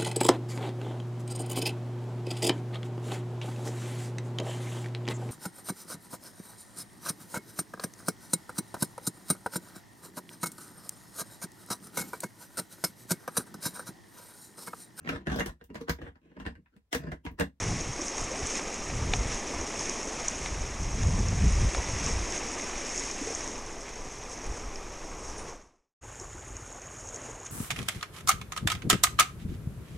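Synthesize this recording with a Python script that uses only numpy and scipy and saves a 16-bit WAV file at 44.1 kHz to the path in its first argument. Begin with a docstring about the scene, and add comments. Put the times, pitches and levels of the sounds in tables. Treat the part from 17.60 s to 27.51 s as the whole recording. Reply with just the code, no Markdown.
"""Small waves break and fizz around an angler wading in a lake; their sound is many ringing bubbles.
A fish thrashes at the landing net with sharp slaps, air pockets gulp, and metal tackle pings once.
Gusts buffet a body-worn camera, whose waterproof case rings in the treble as spray hits it.
This first scene fades out, and a second, quieter one opens low over lapping water."""
import sys
import numpy as np
from scipy import signal
from scipy.fft import rfft, irfft, next_fast_len
from scipy.io import wavfile

SR = 44100
rng = np.random.default_rng(int(sys.argv[2]) if len(sys.argv) > 2 else 0)


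def file_out(sig):
    """Save sig as 16-bit WAV at sys.argv[1]."""
    # one column per channel
    cols = np.atleast_2d(sig).T
    # limit, then scale
    lim = np.clip(cols, -1, 1)
    pcm = np.round(lim * 32767).astype(np.int16)
    wavfile.write(sys.argv[1], SR, pcm)


N = 437028
TIME = np.arange(N) / SR
FADE_START_S, SECOND_SCENE_S = 7.9, 8.41
GUST_RISE, SPLASH_RISE, LAP_RISE = 0.53, 0.51, 0.45  # share of each one's length spent rising

# How the waves swell in each scene.
# Each row: time in seconds, base level of the slosh in dB, base level of the breaking crests in dB.
WADING_SWELL = [(0, -37, -40), (0.3, -42, -44.5), (0.65, -39, -42.5), (1.35, -40.0, -44), (2, -38.5, -43.5),
                (2.6, -40, -43.0), (3.2, -43.0, -46.5), (4, -40, -42), (4.45, -39.5, -41.5),
                (5, -39.5, -43.0), (5.5, -42.0, -43.5), (5.82, -41.5, -47.5), (6.08, -44, -50),
                (6.65, -46.0, -50.5), (6.92, -42.0, -50.0), (7.15, -45.5, -51.5), (7.9, -43.5, -52.5)]
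LAPPING_SWELL = [(8.44, -51, -57), (9, -50, -56), (9.45, -49.5, -56.5), (9.67, -46.0, -52.5),
                 (9.8, -48.5, -57), (9.89, -51.5, -58)]
# The tone of the water in each scene. Each row: frequency in Hz, relative strength in dB.
WADING_TONE = [(60, -35.5), (160, -4), (230, -0.5), (400, -1), (650, -5), (1180, -6.5), (1430, -12),
               (2000, -7.5), (2450, -8.5), (2950, -14.5), (3600, -17), (4400, -22), (8000, -19),
               (12500, -47)]
LAPPING_TONE = [(60, -27), (160, -4), (240, -3), (400, -3.5), (1000, -7), (1500, -9), (2600, -15),
                (3500, -22), (4300, -27), (6000, -25.5), (6900, -12.5), (9500, -26.5), (11000, -41),
                (13000, -36)]
# Thrown water and bursting foam.
# Each row: peak time in seconds, length in seconds, fizz level in dB, rush level in dB.
FOAMY_SPLASHES = [(0.16, 0.22, -47, -54), (0.46, 0.09, -40, -57), (0.61, 0.069, -41, -48),
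                  (0.92, 0.18, -39, -45), (0.97, 0.062, -35.5, -41), (1.555, 0.063, -41, -46),
                  (1.73, .1, -39, -41.5), (2.21, .1, -37.5, -53), (2.31, 0.23, -41, -47),
                  (2.67, .08, -43, -47), (2.86, 0.098, -43, -48), (3.47, 0.4, -47, -51),
                  (4.46, 0.15, -38.5, -43), (4.75, 0.053, -39, -40), (5.38, 0.24, -38.5, -57),
                  (5.76, 0.45, -41, -46.5), (6.29, 0.087, -55, -50), (6.72, .05, -42.5, -58),
                  (6.98, 0.15, -50, -67), (7.68, 0.18, -47, -68), (7.79, .04, -46, -61),
                  (7.89, 0.062, -52, -56), (8.61, .05, -49, -67), (9.44, .14, -48, -70),
                  (9.565, 0.065, -48, -56), (9.865, 0.03, -43, -50)]
# Little waves close by. Each row: peak time in seconds, length in seconds, slosh level in dB.
NEAR_LAPS = [(1.545, 0.043, -38), (3.45, 0.029, -41.5), (4.18, .05, -41), (4.5, .05, -41),
             (6.945, .04, -45), (8.635, .06, -48.5), (8.77, .05, -51), (9.14, .08, -57)]
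# Slaps on the water and the net. Each row: start in seconds, relative level in dB, main pitch in Hz.
FISH_SLAPS = [(0.582, -30, 2230), (0.994, -27, 2270), (1.5359, -11, 2360), (2.86, -23, 2160),
              (3.432, -29, 1790), (4.1479, -20.5, 1300), (4.998, -29, 2020)]
# Extra tones in a slap. Each row: pitch in Hz, level against the main tone in dB, ring time in seconds.
SLAP_TONES = [(760, -12, 0.027), (3620, 1, 0.0034)]
# Spray hitting the case. Each row: start in seconds, relative level in dB, rough pitch in Hz.
SPRAY_DROPS = [(0.4818, -22, 6410), (0.8704, -25, 7800), (1.5364, -23.5, 6440), (2.193, -23.5, 5750),
               (2.295, -19, 6160), (2.43, -25, 6540), (2.682, -15, 6750), (3.4323, -25.5, 6200),
               (3.685, -24, 6260), (4.462, -22, 6500), (4.7217, -22, 6370), (5.3767, -21, 6700),
               (5.3953, -24, 6370), (5.512, -23.5, 6260), (5.749, -22, 6400), (5.876, -24.5, 6900),
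               (7.1571, -33, 5630), (8.5984, -30.5, 6850), (8.9675, -33, 6650), (9.2179, -35, 6840),
               (9.488, -30, 6950), (9.5595, -29, 6800), (9.866, -32, 6800)]
# Large pockets of air.
# Each row: start in seconds, relative level in dB, starting pitch in Hz, ring time in seconds.
AIR_POCKETS = [(0.392, -24, 314, 0.062), (0.714, -31, 503, 0.092), (2.29, -32, 360, 0.083),
               (3.586, -23, 203, 0.055), (4.169, -25, 505, 0.048), (4.953, -33, 355, 0.065),
               (5.613, -26, 266, 0.077), (5.671, -25.5, 430, 0.063), (8.611, -37.5, 372, 0.073),
               (8.749, -36, 316, 0.063), (9.146, -39, 677, 0.066), (9.537, -38, 450, 0.074),
               (9.688, -32.5, 428, 0.058)]
# Where the waterproof case rings. Each row: frequency in Hz, width in Hz, boost in dB.
CASE_RINGS = [(5570, 1400, 15.5), (6484, 380, 11), (7020, 690, 5), (10000, 3000, 9)]
# Wind hitting the case.
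# Each row: peak time in seconds, length in seconds, rumble level in dB, flutter level in dB.
WIND_GUSTS = [(0.12, .22, -39, -32), (0.29, 0.05, -39, -34.5), (0.64, .08, -35.5, -43),
              (0.83, 0.048, -38, -36.5), (1.4, 0.25, -36, -37), (1.58, 0.35, -32, -38),
              (1.99, 0.07, -34, -43), (2.17, .14, -54, -52), (2.99, 0.34, -35, -43.5),
              (3.27, 0.14, -29, -33.5), (3.45, 0.2, -27, -30), (3.64, 0.36, -26, -31),
              (3.85, .1, -21.5, -23.5), (3.95, 0.16, -22, -42), (4.045, 0.083, -21, -27),
              (4.19, 0.092, -31.5, -45.5), (4.35, 0.26, -32, -42.5), (4.47, 0.11, -45, -35),
              (4.58, 0.16, -29, -53), (4.78, .25, -46, -50), (6.91, 0.079, -33, -67),
              (7.05, 0.083, -37.5, -55), (7.78, 0.19, -41.5, -64), (8.77, .06, -43.5, -58),
              (8.94, .11, -43, -59)]
# The tone of light wind, strong wind and flutter. Each row: frequency in Hz, relative strength in dB.
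LIGHT_WIND_TONE = [(8, 14), (25, 0), (55, -7.5), (85, -14), (130, -35), (400, -63.5)]
STRONG_WIND_TONE = [(8, -14.5), (25, -6), (48, -0.5), (85, -8), (130, -21), (400, -75.5)]
FLUTTER_TONE = [(50, -24), (95, -3.5), (135, -6), (190, -10), (280, -22.5), (500, -37.5), (1500, -61)]


def waves(swell, tone, slosh_db, rush_db, foam_db, calm_db, lively_db,
          far_db, fizz_clump_db, trickle_db, foam_hz):
    """Large bubbles slosh, small ones rush in the crests, foam crackles and fine drips trickle."""
    times, *columns = np.transpose(swell)
    water_db, crest_db = (np.interp(TIME, times, column) for column in columns)
    slosh_level = lifted(water_db + slosh_db, surges(NEAR_LAPS, LAP_RISE))
    rush_level = lifted(crest_db + rush_db, surges(FOAMY_SPLASHES, SPLASH_RISE, column=1))
    fizz_level = lifted(crest_db + foam_db, surges(FOAMY_SPLASHES, SPLASH_RISE))  # crests leave foam
    large = bubbles(220, 1400, per_s=600, spread_db=2.5, cycles=24, rise=.15)
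    medium = bubbles(350, 1600, per_s=400, spread_db=2.5, cycles=28, rise=.15)
    small = bubbles(1400, 4600, per_s=1200, spread_db=3, cycles=24, rise=.08)
    drips = bubbles(5500, 9500, per_s=250, spread_db=3.5, cycles=45, rise=.04)
    foam = unit_level(patter(per_s=1500, spread_db=4))
    deep = water_layer(large, tone, far_db, clump_db=.5, clump_hz=18, band_hz=(60.2, 1410))
    shallow = water_layer(medium, tone, far_db, clump_db=0, clump_hz=18, band_hz=(202, 1600))
    lively = np.clip((slosh_level - calm_db) / (lively_db - calm_db), 0, 1)
    slosh = np.sqrt(lively) * deep + np.sqrt(1 - lively) * shallow  # lively water traps larger bubbles
    rush = water_layer(small, tone, far_db, clump_db=0.77, clump_hz=22, band_hz=(1420, 4620))
    fizz = water_layer(foam + amp(trickle_db) * drips, tone, far_db=6.5,
                       clump_db=fizz_clump_db, clump_hz=35, band_hz=(foam_hz, 16000))
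    return amp(slosh_level) * slosh + amp(rush_level) * rush + amp(fizz_level) * fizz


def water_layer(near, tone, far_db, clump_db, clump_hz, band_hz):
    """Near bubbles and the smooth wash of far ones arrive in clumps, heard through the case."""
    far = amp(far_db) * rng.standard_normal(N)
    water = (unit_level(near) + far) * amp(clump_db * wander(clump_hz))
    return unit_level(filtered(water, lambda hz: tone_db(tone, hz) + case_db(hz) + band_db(hz, *band_hz)))


def bubbles(lo_hz, hi_hz, per_s, spread_db, cycles, rise, sizes=28):
    """A cloud of bubbles of many sizes, each ringing for the same number of cycles."""
    out = np.zeros(N)
    for hz in np.geomspace(lo_hz, hi_hz, sizes):
        ring = hz * bubble(hz, cycles / hz, rise)
        births = patter(per_s / sizes, spread_db)
        starts = np.flatnonzero(births)
        positions = starts[:, None] + np.arange(len(ring))
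        rings = np.outer(births[starts], ring)
        out += np.bincount(positions.ravel(), rings.ravel(), N)[:N]  # add each ring in its place
    return unit_level(out)


def bubble(hz, ring_s, rise):
    """An air pocket rings, rising in pitch as it nears the surface; it fades by 60 dB in ring_s."""
    t = np.arange(0, max(ring_s, 2 / hz), 1 / SR)
    ring = np.sin(2 * np.pi * hz * t * (1 + rise * t / ring_s))
    return ring * (1 - np.exp(-2 * hz * t)) * np.exp(-np.log(1000) * t / ring_s)


def slaps(gain_db=1, ring_s=0.0088, crack_db=-12, crack_s=0.0029):
    """A fish's tail or thrown water lands with a crack and a very short, hollow ring."""
    out, t = np.zeros(N), np.arange(1024) / SR
    for start, db, hz in FISH_SLAPS:
        ring = sum(amp(level) * np.sin(2 * np.pi * pitch * t) * np.exp(-np.log(1000) * t / decay)
                   for pitch, level, decay in [(hz, 0, ring_s), *SLAP_TONES])
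        noise = filtered(rng.standard_normal(len(t)), lambda f: band_db(f, hz / 2, 2 * hz))
        crack = unit_level(noise) * np.exp(-t / crack_s)
        hit = (ring + amp(crack_db) * crack) * (1 - np.exp(-hz * t))
        add(out, start, amp(db + gain_db) * hit / abs(hit).max())
    return out


def drops(gain_db=1.5, splat_s=0.00057, usual_db=-25):
    """Each drop of spray splatters for a moment, longer if it is large, and rings the case."""
    out, t = np.zeros(N), np.arange(1024) / SR
    for start, db, pitch in SPRAY_DROPS:
        decay_s = splat_s * max(1, amp((db - usual_db) / 2))
        splat = rng.standard_normal(len(t)) * t * np.exp(-t / decay_s)
        tick = filtered(splat, lambda hz: case_db(hz) / 2 + band_db(hz, pitch / 1.14, pitch * 1.07, 24))
        add(out, start, amp(db + gain_db) * tick / abs(tick).max())
    return out


def gulps(gain_db=-1, rise=0.14, shed_db=-8, shed_within_s=0.035, shed_count=3):
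    """Water closes over a large pocket of air, which sheds a few smaller bubbles."""
    out = np.zeros(N)
    for start, db, hz, ring_s in AIR_POCKETS:
        add(out, start, amp(db + gain_db) * bubble(hz, ring_s, rise))
        for delay, octaves in rng.random((shed_count, 2)):
            smaller = bubble(hz * 2 ** octaves, ring_s / 2 ** octaves, rise)
            add(out, start + delay * shed_within_s, amp(db + gain_db + shed_db) * smaller)
    return out


def tackle(start_s=7.78, db=-47, hz=9200, ring_s=0.29):
    """A small piece of metal tackle pings once: a fading tone of steady pitch."""
    out = np.zeros(N)
    add(out, start_s, amp(db) * bubble(hz, ring_s, rise=0))
    return out


def wind(rumble_db, flutter_db, band_hz, dying_db_per_s=0, light_db=-46, strong_db=-32, wobble_db=0.9):
    """Big swirls of air thump on the case, higher-pitched in harder gusts, while small ones flutter."""
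    lull_db = dying_db_per_s * np.maximum(TIME - SECOND_SCENE_S, 0)  # the breeze drops in scene two
    rumble_level = lifted(rumble_db - lull_db, surges(WIND_GUSTS, GUST_RISE))
    flutter_level = lifted(flutter_db - lull_db, surges(WIND_GUSTS, GUST_RISE, column=1))
    force = np.clip((rumble_level - light_db) / (strong_db - light_db), 0, 1)
    light, strong, flutter = (
        unit_level(filtered(rng.standard_normal(N), lambda hz: tone_db(tone, hz) + band_db(hz, *band_hz)))
        for tone in (LIGHT_WIND_TONE, STRONG_WIND_TONE, FLUTTER_TONE))
    rumble = np.sqrt(1 - force) * light + np.sqrt(force) * strong
    swirls = amp(rumble_level) * rumble + amp(flutter_level) * flutter
    return swirls * unit_level(amp(wobble_db * wander(rate_hz=14)))


def case_db(hz):
    """The waterproof case boosts the treble around the pitches where it rings."""
    return sum(db / (1 + (2 * (hz - pitch) / width) ** 2) for pitch, width, db in CASE_RINGS)


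def surges(rows, rise_share, column=0):
    """The total power of smooth rises and falls; column picks which of a row's levels to use."""
    power = np.zeros(N)
    for peak_s, length, *levels_db in rows:
        t = np.arange(-2 * length, 2 * length, 1 / SR)
        t = t[t >= -peak_s]
        width = length * np.where(t < 0, rise_share, 1 - rise_share)
        surge = amp(levels_db[column]) * np.exp(-(t / width) ** 2)
        add(power, peak_s + t[0], surge ** 2)
    return power


def lifted(steady_db, power):
    """The level in dB of a steady sound with surges on top."""
    return 10 * np.log10(amp(steady_db) ** 2 + power)


def patter(per_s, spread_db):
    """Scattered clicks, positive or negative, most small and a few large."""
    when, size, sign = rng.random((round(per_s * N / SR), 3)).T
    sizes = amp(spread_db * np.minimum(-np.log(1 - size), 4))
    return np.bincount((when * N).astype(int), sizes * np.sign(sign - .5), N)


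def wander(rate_hz):
    """A smooth random drift, mostly slower than rate_hz."""
    size = next_fast_len(N)
    hz = np.fft.rfftfreq(size, 1 / SR)
    spectrum = rfft(rng.standard_normal(size)) / (1 + (hz / rate_hz) ** 2)
    return unit_level(irfft(spectrum, size)[:N])


def filtered(x, db_at, size=8192):
    """Turn each frequency up or down by db_at(hz); any ringing follows the sound, never leads it."""
    log_gain = np.log(amp(db_at(abs(np.fft.fftfreq(size, 1 / SR)))) + 1e-6)
    taps = np.fft.ifft(np.exp(np.conj(signal.hilbert(log_gain)))).real
    return signal.oaconvolve(x, taps[:size // 2])[:len(x)]


def band_db(hz, lo_hz, hi_hz, steepness=10):
    """A gain in dB that is flat between two edges and falls quickly outside them."""
    return -10 * np.log10((1 + (lo_hz / (hz + 1)) ** steepness) * (1 + (hz / hi_hz) ** steepness))


def tone_db(tone, hz):
    """Look up a tone table at any frequency, sliding between its rows."""
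    row_hz, row_db = np.transpose(tone)
    return np.interp(np.log(hz + 1), np.log(row_hz), row_db)


def amp(db):
    """Turn decibels into a number to multiply by."""
    return 10 ** (np.asarray(db) / 20)


def unit_level(x):
    """Scale a signal to an average power of one."""
    return x / np.sqrt(np.mean(x ** 2) + 1e-20)


def add(mix, start_s, sound):
    """Mix a sound in at the given time."""
    part = mix[max(round(start_s * SR), 0):][:len(sound)]
    part += sound[:len(part)]


def scene(fade_db_per_s=112, opening_s=0.028, hiss_db=-67):
    """Wading, a fade to silence, then quiet lapping; both ears hear the same."""
    wading = waves(WADING_SWELL, WADING_TONE, slosh_db=0.15, rush_db=0, foam_db=2.5, calm_db=-48,
                   lively_db=-38, far_db=12.5, fizz_clump_db=0.94, trickle_db=-3, foam_hz=4700)
    wading += wind(rumble_db=-44.5, flutter_db=-56, band_hz=(12, 900))
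    lapping = waves(LAPPING_SWELL, LAPPING_TONE, slosh_db=-0.4, rush_db=1.5, foam_db=6.5, calm_db=-65,
                    lively_db=-42.5, far_db=8, fizz_clump_db=1.4, trickle_db=0, foam_hz=5300)
    lapping += wind(rumble_db=-51.5, flutter_db=-51, band_hz=(32.5, 137), dying_db_per_s=2.5)
    hiss = amp(hiss_db) * rng.standard_normal(N)  # the microphone's own noise
    closing = np.clip((SECOND_SCENE_S - TIME) * 10 - .5, 0, 1)  # full silence just before scene two
    fade_out = amp(-fade_db_per_s * np.maximum(TIME - FADE_START_S, 0)) * closing
    fade_in = np.clip((TIME - SECOND_SCENE_S) / opening_s, 0, 1)
    lake = (wading + hiss) * fade_out + (lapping + hiss) * fade_in
    mono = lake + slaps() + drops() + gulps() + tackle()
    return np.array([mono, mono])


def record(dry):
    """The camera cuts off the highest treble."""
    cutoff_hz = 13200
    low_pass = signal.firwin(255, cutoff_hz, window=("kaiser", 9), fs=SR)
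    return signal.oaconvolve(dry, low_pass[None], "same")


dry = scene()
out = record(dry)
file_out(out)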